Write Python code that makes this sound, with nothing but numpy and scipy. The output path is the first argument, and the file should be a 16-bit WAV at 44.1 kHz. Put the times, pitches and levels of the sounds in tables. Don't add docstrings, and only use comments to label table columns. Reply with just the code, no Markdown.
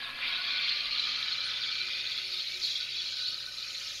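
import sys
import numpy as np
from scipy import signal
from scipy.fft import rfft, irfft, next_fast_len
from scipy.io import wavfile
from scipy.ndimage import uniform_filter1d, map_coordinates

SR = 44100
rng = np.random.default_rng(int(sys.argv[2]) if len(sys.argv) > 2 else 0)


def digitize_waveform(pressure):
    field = np.atleast_2d(pressure).T
    bounded = np.clip(field, -1, 1)
    quanta = np.round(bounded * 32767).astype(np.int16)
    wavfile.write(sys.argv[1], SR, quanta)


N = 176400


def amp(db):
    return 10 ** (np.asarray(db) / 20)


def unit(x):
    return x / np.sqrt(np.mean(x ** 2) + 1e-20)


def along(points, hz):
    freqs, values = np.transpose(points)
    return np.interp(np.log(hz + 1), np.log(freqs + 1), values)


def clock():
    return np.arange(N) / SR


def fader(rows):
    return amp(np.interp(clock(), *np.transpose(rows)))


def swell(s, sigma_s):
    return np.exp(-.5 * ((clock() - s) / sigma_s) ** 2)


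def wobble(rate):
    return map_coordinates(rng.standard_normal(4096), [np.arange(N) * rate / SR], mode="wrap")


def filtered(x, response):
    size = next_fast_len(N + SR // 4)
    return irfft(rfft(x, size) * response(np.fft.rfftfreq(size, 1 / SR)), size)[:N]


def coloured(x, eq):
    return unit(filtered(x, lambda hz: amp(along(eq, hz)) / (1 + (hz / (2 * eq[-1][0])) ** 10)))


def noise_band(hz, width_hz):
    phase = 2 * np.pi * np.cumsum(hz * np.ones(N)) / SR
    return unit(wobble(width_hz) * np.cos(phase) + wobble(width_hz) * np.sin(phase))


def glide(start, end, from_hz, to_hz, width_hz):
    t = np.arange(max(int((end - start) * SR), 2)) / SR
    progress = t / t[-1]
    a, b = (map_coordinates(row, [t * width_hz], mode="wrap") for row in rng.standard_normal((2, 512)))
    phase = 2 * np.pi * np.cumsum(from_hz + (to_hz - from_hz) * progress) / SR
    band = np.sin(np.pi * progress) * unit(a * np.cos(phase) + b * np.sin(phase))
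    return np.bincount(max(int(start * SR), 0) + np.arange(len(t)), band, N)[:N]


def clustered(x, depth_db=1.8):
    spectra = signal.stft(x, nperseg=512)[2]
    patches = uniform_filter1d(rng.standard_normal(spectra.shape), size=5, axis=0)
    patches = uniform_filter1d(patches, size=4, axis=1)
    return unit(signal.istft(spectra * amp(depth_db * unit(patches)), nperseg=512)[1][:N])


def climbing(x, share):
    progress = clock() / (N / SR)
    return map_coordinates(x, [N * (progress + share * progress * (progress - 1) / 2)], mode="wrap")


def steadied(x, window_s=.07):
    power = uniform_filter1d(x ** 2, size=int(window_s * SR))
    power = uniform_filter1d(power, size=int(window_s * SR / 2))
    return x / np.sqrt(np.abs(power) + 1e-9)


# f/Hz, t60/s
KITCHEN_DECAY = [(200, 0.99), (2000, 0.26), (10000, 0.23)]


def kitchen(x, wet_db=-2):
    mix = np.pad(x, (0, SR))
    for s in np.arange(0, N / SR + .5, .5):
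        hz, t, spectra = signal.stft(rng.standard_normal(SR // 4), SR, nperseg=256)
        decay = amp(-60 * t / along(KITCHEN_DECAY, hz)[:, None])
        tail = signal.istft(spectra * decay, SR, nperseg=256)[1]
        near = np.arange(max(int((s - .5) * SR), 0), min(int((s + .5) * SR), N))
        send = np.sqrt(np.clip(1 - 2 * np.abs(near / SR - s), 0, 1))
        echo = signal.fftconvolve(x[near] * send, tail / np.linalg.norm(tail))
        mix[near[0]:near[0] + len(echo)] += amp(wet_db) * echo
    return unit(mix[:N])


# f/Hz, level/dB
HUM_PARTIALS = [(59, -72.5), (118.5, -70.5)]


def hum():
    tones = sum(np.sqrt(2) * amp(db) * np.sin(2 * np.pi * hz * clock() + 0.12 * wobble(6.1))
                for hz, db in HUM_PARTIALS)
    rumble_eq = [(20, 7.0), (52, 4.5), (72, 4), (130, 11), (200, -13), (500, -18.5)]
    return tones + amp(-70) * coloured(rng.standard_normal(N), rumble_eq)


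# t/s, level/dB
CHURN_FADER = [(0, -63), (1.0, -63.5), (2.2, -63), (2.6, -66)]
# f/Hz, relative level/dB
CHURN_EQ = [(20, -18), (55, -6), (75, -15), (150, -1), (230, 2.5), (440, -3), (560, 8.5), (630, -1),
            (705, -2), (880, -6.5), (1100, -15), (2000, -15)]
# f/Hz, width/Hz, level/dB, peak t/s, sigma/s
WATER_DRONES = [(365, 14, -69.5, 2.55, 1.3), (260, 30, -67.5, 0.57, 0.79), (695, 52, -64.5, 0.3, 0.4)]


def water():
    churn = amp(0.5) * fader(CHURN_FADER) * coloured(rng.standard_normal(N), CHURN_EQ)
    drones = sum(amp(db) * swell(s, sigma) * noise_band(hz, width)
                 for hz, width, db, s, sigma in WATER_DRONES)
    bump = amp(-59) * swell(s=0.89, sigma_s=0.035) * np.sin(2 * np.pi * 33 * clock())
    return churn + drones + bump


# t/s, peak level/dB, sigma/s
BOTTLE_THROBS = [(.77, -64, 0.033), (2.26, -60.5, 0.054), (2.622, -61.5, 0.055)]


def bottle(ring_hz=374):
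    envelope = sum(amp(db) * swell(s, sigma) for s, db, sigma in BOTTLE_THROBS)
    return envelope * np.sin(2 * np.pi * ring_hz * clock() + 0.46 * wobble(18))


# t/s, level/dB
VALVE_FADER = [(0, -65.5), (0.7, -68.5), (1.9, -66.5), (2.7, -62.5), (2.95, -66), (4.0, -62.5)]
# f/Hz, relative level/dB
VALVE_EQ = [(5000, -20), (7000, -9), (8000, -6.5), (9200, 0), (9800, -3), (10650, -5), (11000, 2),
            (11650, .5), (11870, -6), (12500, -6), (13200, -9), (14100, -12), (15200, -9), (16000, -12)]


def valve():
    hiss = clustered(coloured(kitchen(rng.standard_normal(N)), VALVE_EQ), depth_db=1.5)
    return fader(VALVE_FADER) * amp(1.15 + 1.2 * wobble(38)) * hiss


# t/s, f/Hz, level/dB
SPRAY_CUES = [(.285, 12400, -69), (.855, 10700, -68), (1.465, 9160, -59), (2.265, 10080, -64),
              (3.23, 9600, -65)]


def sprays(length_s=0.059, rise=.03):
    return sum(amp(db) * glide(s - length_s / 2, s + length_s / 2, hz, hz * (1 + rise), width_hz=740)
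               for s, hz, db in SPRAY_CUES)


# t/s, f/Hz, peak level/dB, sigma/s
SINGER_CUES = [(0.402, 1470, -38, 0.021), (0.572, 1483, -40, 0.028), (2.816, 1476, -46, 0.012),
               (3, 3400, -31.5, 0.0098), (3.226, 1494, -49.5, 0.03), (3.484, 1490, -44.5, 0.011),
               (3.685, 5470, -41, 0.0054), (3.871, 5450, -38, 0.0054)]


def singing_bubbles():
    return sum(amp(db) * swell(s, sigma) * np.sin(2 * np.pi * hz * clock() + 0.82 * wobble(90))
               for s, hz, db, sigma in SINGER_CUES)


# start t/s, end t/s, from f/Hz, to f/Hz, width/Hz, level/dB
FOAM_SWEEPS = [(.015, 0.096, 4200, 3140, 520, -41), (.125, 0.32, 3100, 3700, 440, -47),
               (.28, .41, 3000, 4100, 560, -41), (.1, 1.75, 1080, 1330, 120, -52.5),
               (1.6, 2.14, 2300, 2520, 190, -43), (1.98, 2.36, 2500, 2850, 240, -49.5),
               (1.85, 2.4, 1950, 2150, 180, -56.5), (2.46, 2.62, 2150, 2500, 160, -46)]


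def foam():
    return sum(amp(db) * glide(*sweep) for *sweep, db in FOAM_SWEEPS)


def bubbles(eq, cycles, chirp, count, spread_db=3.0):
    when, pitch, rank = rng.random((count, 3)).T
    hz = (eq[0][0] + pitch * (eq[-1][0] - eq[0][0]))[:, None]
    t = np.arange(SR // 150) / SR
    age = hz * t / cycles
    accent_db = -spread_db * np.log(np.maximum(1 - rank, np.exp(-4)))
    strength = amp(accent_db)[:, None] * np.sqrt(hz)
    tones = strength * amp(-60 * age) * np.sin(2 * np.pi * hz * t * (1 + chirp * age))
    place = (when * N).astype(int)[:, None] + np.arange(len(t))
    swarm = np.bincount(place.ravel(), tones.ravel(), N)[:N]
    return coloured(kitchen(swarm), eq)


# t/s, level/dB
LARGE_FADER = [(0, -36), (0.15, -46.5), (0.26, -42), (0.5, -44.5), (0.7, -48), (1.65, -47), (2.05, -51),
               (2.55, -55), (3.1, -54.5), (4.0, -55)]
# f/Hz, relative level/dB
LOW_PRESSURE_EQ = [(600, -19), (950, -13), (1100, -4.5), (1190, -8.5), (1270, -4), (1370, -5), (1480, 0.5),
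                   (1590, -9), (1680, 3.5), (1760, -2.5), (1860, -8.5), (2300, -8)]
HIGH_PRESSURE_EQ = [(700, -21), (1100, -8), (1200, -6.5), (1280, 4), (1370, -3), (1490, 9.5), (1590, -2),
                    (1750, 2.5), (1900, 1), (2300, -33)]


def large_bubbles(start_s=0.76, end_s=1.79):
    pressure = np.clip((clock() - start_s) / (end_s - start_s), 0, 1)
    early = bubbles(LOW_PRESSURE_EQ, cycles=11.4, chirp=0.037, count=4000)
    late = bubbles(HIGH_PRESSURE_EQ, cycles=9.1, chirp=0.081, count=4000)
    blend = np.sqrt(1 - pressure) * early + np.sqrt(pressure) * late
    return amp(-1.68) * fader(LARGE_FADER) * clustered(blend)


# t/s, level/dB
GURGLE_FADER = [(0, -46), (0.19, -45.5), (0.23, -34), (0.3, -38), (0.4, -41), (0.6, -36), (0.85, -42),
                (1.1, -41), (1.5, -44), (1.9, -43), (2.2, -45.5), (2.45, -47.5), (2.53, -48.5),
                (2.95, -45.5), (3.35, -53), (3.56, -53.5), (3.62, -47.5), (4.0, -51)]
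# f/Hz, relative level/dB
GURGLE_EQ = [(1400, -32.5), (1850, -16.5), (2000, -5.5), (2130, -5.5), (2230, -4), (2370, 2.5), (2470, 1),
             (2570, -1), (2750, -4), (3000, -16), (3400, -45)]


def gurgle():
    swarm = clustered(bubbles(GURGLE_EQ, cycles=22, chirp=0.075, count=10000))
    return amp(0.16) * fader(GURGLE_FADER) * steadied(swarm)


# t/s, level/dB
FIZZ_FADER = [(0, -66), (0.15, -66.5), (0.5, -60), (0.8, -61), (1.1, -51.5), (1.9, -52.5), (2.5, -53),
              (2.63, -45), (2.78, -49), (2.87, -53.5), (3.05, -48), (3.3, -51.5), (3.45, -53.5),
              (3.7, -50.5), (3.88, -47), (4.0, -48.5)]
# f/Hz, relative level/dB
FIZZ_EQ = [(4000, -41), (4900, -2), (5400, -1), (5800, -8), (6500, -8), (7050, -12), (7400, -26.5),
           (7800, -36), (9500, -44)]


def fizz():
    swarm = clustered(bubbles(FIZZ_EQ, cycles=83, chirp=0.13, count=9000))
    return amp(.8) * fader(FIZZ_FADER) * steadied(climbing(swarm, share=.05))


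# t/s, level/dB
FLOW_FADER = [(0, -44), (0.15, -47), (0.2, -42.5), (0.29, -36), (0.44, -37), (0.51, -33.5), (0.6, -35),
              (0.69, -32), (0.77, -34), (0.83, -37), (1.0, -32), (1.2, -36.5), (1.33, -34), (1.4, -36.5),
              (1.46, -34), (1.56, -37), (1.63, -35), (1.83, -35.5), (1.88, -37.5), (1.98, -36.5),
              (2.04, -37.5), (2.17, -35), (2.25, -39), (2.37, -34), (2.44, -37.5), (2.61, -40), (2.64, -31),
              (2.69, -34), (2.8, -35.5), (2.88, -41), (2.94, -36.5), (3.08, -37), (3.12, -38.5),
              (3.27, -33), (3.39, -40.5), (3.43, -39), (3.5, -43.5), (3.56, -43), (3.6, -39.5),
              (3.73, -42.5), (3.77, -40), (3.82, -42), (3.9, -40.5), (4.0, -44.5)]
EDGE_FADER = [(0, -44.5), (0.17, -51), (0.26, -38.5), (0.45, -42.5), (0.66, -38.5), (0.88, -41),
              (0.97, -38), (1.1, -40.5), (1.75, -43.5), (2.25, -49.5), (2.4, -44.5), (2.58, -50),
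              (3.0, -45), (3.3, -46.5), (3.47, -53), (3.88, -46), (4.0, -54)]
# t/s, peak level/dB, sigma/s
GAS_SPURTS = [(.69, -37, .012), (.78, -37, .009), (1.23, -38, .008), (2.654, -26.5, .003),
              (2.708, -35, .005), (2.806, -34, .007), (3.168, -36, .004), (3.59, -40, .008),
              (3.752, -35.5, .006)]
# f/Hz, relative level/dB
CLOUD_EQ = [(2200, -72), (2750, -16.5), (3000, -9.5), (3300, -5.5), (3600, -3.5), (4100, -0.5), (4500, -2),
            (4750, -6.5), (5200, -16), (5700, -26), (7500, -44)]


def cloud(splutter, crossover_hz=3280):
    spurt_power = sum((amp(db) * swell(s, sigma)) ** 2 for s, db, sigma in GAS_SPURTS)
    flow = np.sqrt((amp(0.43) * splutter * fader(FLOW_FADER)) ** 2 + spurt_power)
    swarm = clustered(bubbles(CLOUD_EQ, cycles=63, chirp=.02, count=16000), depth_db=2.6)
    swarm = climbing(swarm, share=.04)
    edge = filtered(swarm, lambda hz: 1 / (1 + (hz / crossover_hz) ** 60))
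    edge_gain = amp(-1.86) * splutter * fader(EDGE_FADER)
    return flow * steadied(swarm - edge) + edge_gain * steadied(edge)


def jet():
    splutter = amp(0.4 * wobble(rate=68))
    return gurgle() + large_bubbles() + splutter * fizz() + foam() + cloud(splutter)


def scene():
    mix = jet() + singing_bubbles() + valve() + sprays() + water() + bottle() + hum()
    return np.tile(mix, (2, 1))


def record(dry):
    return np.array([filtered(side, lambda hz: hz < 15760) for side in dry])


dry = scene()
out = record(dry)
digitize_waveform(out)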